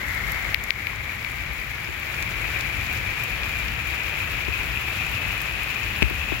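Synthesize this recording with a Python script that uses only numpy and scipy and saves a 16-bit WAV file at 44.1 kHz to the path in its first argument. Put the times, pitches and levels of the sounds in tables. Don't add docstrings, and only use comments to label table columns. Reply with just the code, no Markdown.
import sys
import numpy as np
from scipy import signal
from scipy.fft import rfft, irfft
from scipy.io import wavfile
from scipy.ndimage import uniform_filter1d, minimum_filter1d

SR = 44100
rng = np.random.default_rng(int(sys.argv[2]) if len(sys.argv) > 2 else 0)


def generate_wav(sig):
    pcm = np.round(np.clip(np.atleast_2d(sig).T, -1, 1) * 32767).astype(np.int16)
    wavfile.write(sys.argv[1], SR, pcm)


N = 282240
TIME = np.arange(N) / SR
FREQS = np.maximum(np.fft.rfftfreq(N, 1 / SR), 1)


def from_db(db):
    return 10 ** (np.asarray(db) / 20)


def at_hz(table):
    hz, *columns = np.transpose(table)
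    return np.array([np.interp(np.log(FREQS), np.log(hz), column) for column in columns])


def band(x, low_hz, high_hz, order=2):
    edges = [low_hz, min(high_hz, .45 * SR)]
    return signal.sosfilt(signal.butter(order, edges, "band", fs=SR, output="sos"), x)


def drift(rate_hz):
    slow = irfft(rfft(rng.standard_normal(N)) / (1 + (FREQS / rate_hz) ** 2), N)
    return (slow - slow.mean()) / slow.std()


def ring(clicks, hz, t60):
    radius = from_db(-60 / (t60 * SR))
    turn = 2 * np.pi * hz / SR
    poles = [1, -2 * radius * np.cos(turn), radius * radius]
    return signal.lfilter([0, np.sin(turn)], poles, clicks + 1e-18)


def clicks_at(times, level_db):
    out = np.zeros(N)
    out[np.round(np.asarray(times) * SR).astype(int)] = from_db(level_db)
    return out


# pitch_hz, correlation (0 to 1)
STEREO_LIKENESS = [(60, 0.96), (250, 1), (500, .62), (1000, .38), (2200, 0.23), (4000, 0.024)]


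def coloured(white, spectrum, edge):
    angle = np.arcsin(np.clip(at_hz(STEREO_LIKENESS), 0, 1)) / 2
    bins = rfft(white)
    bins = np.cos(angle) * bins + np.sin(angle) * bins[::-1]
    return irfft(bins * from_db(at_hz(spectrum)) * edge, N) * np.sqrt(SR / 2)


# pitch_hz, left_db_per_hz, right_db_per_hz
RUMBLE_COLOUR = [(22, -61, -73), (34, -66, -63), (50, -49, -62), (68, -48, -56), (79, -58, -57),
                 (112, -53.5, -58.5), (153.6, -63.5, -64.5), (237, -67, -73.5)]


def rumble(sway_db=1.32, low_hz=27, high_hz=270):
    edge = 1 / np.sqrt((1 + (FREQS / high_hz) ** 8) * (1 + (low_hz / FREQS) ** 8))
    swell_at_s, swell_width_s, swell_peak_db = 2.55, 1.0, 1.5
    swell_db = swell_peak_db * np.exp(-((TIME - swell_at_s) / swell_width_s) ** 2)
    noise = coloured(rng.standard_normal((2, N)), RUMBLE_COLOUR, edge)
    return noise * from_db(swell_db + sway_db * drift(2.2))


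# start_s, knock_db, deep_thump_db, contact_click_db, click_hz
TAP_BLOWS = [(1.887, -22, -25, -14, 700), (4.482, -20.5, -25, -14, 700), (6.0229, -15, -9.5, 13, 900),
             (6.0276, -12.5, -34, 12, 2900), (6.107, -19, -29, -14, 700), (6.320, -13, -21, -11, 700)]


def tap_clicks(span=2.27, right_db=-7.5, wet_low_hz=600, wet_high_hz=7500):
    click = np.zeros(N)
    for s, _, _, click_db, hz in TAP_BLOWS:
        click += band(clicks_at(s, click_db), hz / span, hz * span, order=1)
    return np.array([band(click, wet_low_hz, wet_high_hz), from_db(right_db) * click])


# pitch_hz, level_db, t60_s
HOUSING_MODES = [(175, -12, .025), (295, 0.5, 0.043), (370, -1.5, 0.046), (705, -3, 0.0093),
                 (1150, -0.5, 0.0067)]


def taps(thump_t60=0.21, jolt_hz=200, jolt_db=14.0, right_db=-14.5):
    s, knock_db, thump_db, _, _ = np.transpose(TAP_BLOWS)
    knock = np.zeros(N)
    for k, (hz, mode_db, t60) in enumerate(HOUSING_MODES):
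        knock += (-1) ** k * ring(clicks_at(s, knock_db + mode_db), hz, t60)
    push = clicks_at(s, thump_db)
    jolt = band(from_db(jolt_db) * ring(push, jolt_hz, 0.009), 86, 2500)
    shake = ring(push, 55, thump_t60) - ring(push, 68.5, thump_t60)
    return (knock + jolt + shake) * np.array([[1], [-from_db(right_db)]])


def port_hz(s):
    start_hz, settle_hz, settle_s, creep_hz_per_s = 2094, 215, 0.85, 37
    return start_hz + settle_hz * (1 - np.exp(-s / settle_s)) + creep_hz_per_s * s


def cavity(x, hz, width_hz, size=256):
    radius = np.exp(-np.pi * width_hz / SR)
    out, state = np.zeros(N), np.zeros(2)
    for i in range(0, N, size):
        poles = [1, -2 * radius * np.cos(2 * np.pi * hz[i] / SR), radius * radius]
        out[i:i + size], state = signal.lfilter([sum(poles)], poles, x[i:i + size], zi=state)
    return out


def wet_port(x):
    film = cavity(x, port_hz(TIME), width_hz=273)
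    return cavity(film, np.full(N, 14500), width_hz=1900)


# start_s, ring_db, crack_db
DIRECT_DROPS = [(.5450, 12, 2), (.7060, 14.5, -5), (0.8697, -1, -10), (1.2470, -5, -30)]


def port_drops(ring_t60=0.0095, halving_db=12.0, pitch_ratio=0.99, overtone_hz=4800, overtone_db=-13.0,
               overtone_growth=0.36, overtone_t60=0.0011, leak_db=-58.0):
    body, crack = np.zeros(N), np.zeros(N)
    for s, ring_db, crack_db in DIRECT_DROPS:
        click = clicks_at(s, ring_db)
        t60 = ring_t60 * .5 ** (ring_db / halving_db)
        overtone_gain = from_db(overtone_db + overtone_growth * ring_db)
        overtone = overtone_gain * ring(click, overtone_hz, overtone_t60)
        body += ring(click, pitch_ratio * port_hz(s), t60) - overtone
        crack += ring(clicks_at(s, crack_db), 14500, 0.00056)
    for _ in range(3):
        body = band(body, 1650, 8200)
    return (body + band(crack, 8600, 16000)) * from_db([[0], [leak_db]])


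def patter(per_s, spread_db, cycles, count=18):
    out, pitches = np.zeros((2, N)), np.geomspace(700, 15000, count)
    for hz in pitches:
        share = np.sqrt(hz) / np.sqrt(pitches).sum()
        born = rng.random((2, N)) < per_s * share / SR
        chance = rng.random((born.sum(), 2))
        size_db = spread_db * np.minimum(-np.log(chance[:, 0]), 4)
        clicks = np.zeros((2, N))
        clicks[born] = from_db(size_db) * np.sign(chance[:, 1] - .5)
        drops = ring(clicks, hz, cycles / hz)
        out += drops / drops.std() * np.sqrt(hz / pitches.sum())
    return out


def splashes(rows, span, t60, size=2048):
    out = np.zeros((2, N + size))
    for s, level_db, hz in rows:
        burst = rng.standard_normal((2, size)) * from_db(level_db - 60 * TIME[:size] / t60)
        at = round(s * SR)
        out[:, at:at + size] += band(burst, hz / span, hz * span)
    return out[:, :N]


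def spatter(level_db=4.5, spread_db=2.5, t60=0.025, left_db=-4.0, span=1.32, low_hz=2400, pitch_range=5.1,
            count=220):
    when, size, pitch = rng.random((count, 3)).T
    hz = low_hz * pitch_range ** np.sqrt(pitch)
    level = level_db + spread_db * np.minimum(-np.log(size), 3.5)
    return splashes(np.column_stack([when * N / SR, level, hz]), span, t60) * from_db([[left_db], [0]])


# pitch_hz, left_db_per_hz, right_db_per_hz
RAIN_COLOUR = [(324, -73.5, -71.5), (510, -71, -78), (930, -72.5, -73), (1150, -69.5, -74),
               (1500, -70, -70), (1940, -70, -65.5), (2380, -72.5, -72.5), (3640, -72.5, -74.5),
               (6140, -82, -81.5), (6970, -86.5, -79), (8500, -94, -89.5), (12470, -80, -79.5),
               (13700, -84, -83), (15600, -80, -81)]
# start_s, level_db, centre_hz
CLOSE_SPLASHES = [(.3198, 21.5, 11000), (.6384, 22.5, 8950), (1.5335, 13, 15000), (1.9975, 14, 14500),
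                  (2.2257, 20, 7800), (2.6090, 17, 7000), (3.2372, 18, 13000), (3.4335, 13, 4120),
                  (5.4168, 17.5, 13500), (5.6335, 16, 13000), (6.0995, 15, 15000)]


def rain(near_db=-6.5, far_db=-0.08, flutter_db=0.44, shimmer_db=1.14, close_left_db=8.0, close_right_db=3.0,
         low_hz=270):
    near = from_db(near_db) * patter(per_s=2600, spread_db=4.0, cycles=4.1)
    far = from_db(far_db) * rng.standard_normal((2, N))
    treble = irfft(rfft(far) / (1 + (4000 / FREQS) ** 4), N)
    far = far + treble * (from_db(shimmer_db * drift(17)) - 1)
    close = splashes(CLOSE_SPLASHES, span=1.46, t60=.011)
    close = close * from_db([[close_left_db], [close_right_db]]) + spatter()
    bass_cut = 1 / np.sqrt(1 + (low_hz / FREQS) ** 8)
    return coloured(near + far + close, RAIN_COLOUR, bass_cut) * from_db(flutter_db * drift(9.5))


def scene():
    left, right = rain() + rumble() + tap_clicks()
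    return np.array([wet_port(left), right]) + port_drops() + taps()


def released(cut_db, db_per_s):
    return np.maximum.accumulate(cut_db + db_per_s * TIME) - db_per_s * TIME


def gain_control(x, ceiling_db=0.0, fast_db_per_s=75, held_db=3.5, hold_s=1.16, slow_db_per_s=7.5, size=45):
    over_db = np.maximum(20 * np.log10(np.abs(x).max(axis=0) + 1e-9) - ceiling_db, 0)
    over_db = -minimum_filter1d(-over_db, 2 * size)
    half = int(hold_s * SR / 2)
    held = -minimum_filter1d(-np.minimum(over_db, held_db), 2 * half + 1, origin=half, mode="constant")
    cut_db = np.maximum(released(over_db, fast_db_per_s), released(held, slow_db_per_s))
    return x * from_db(-uniform_filter1d(cut_db, size))


def record(dry):
    top = signal.ellip(12, .1, 70, 15900, fs=SR, output="sos")
    return signal.sosfilt(top, gain_control(dry))


dry = scene()
out = record(dry)
generate_wav(out)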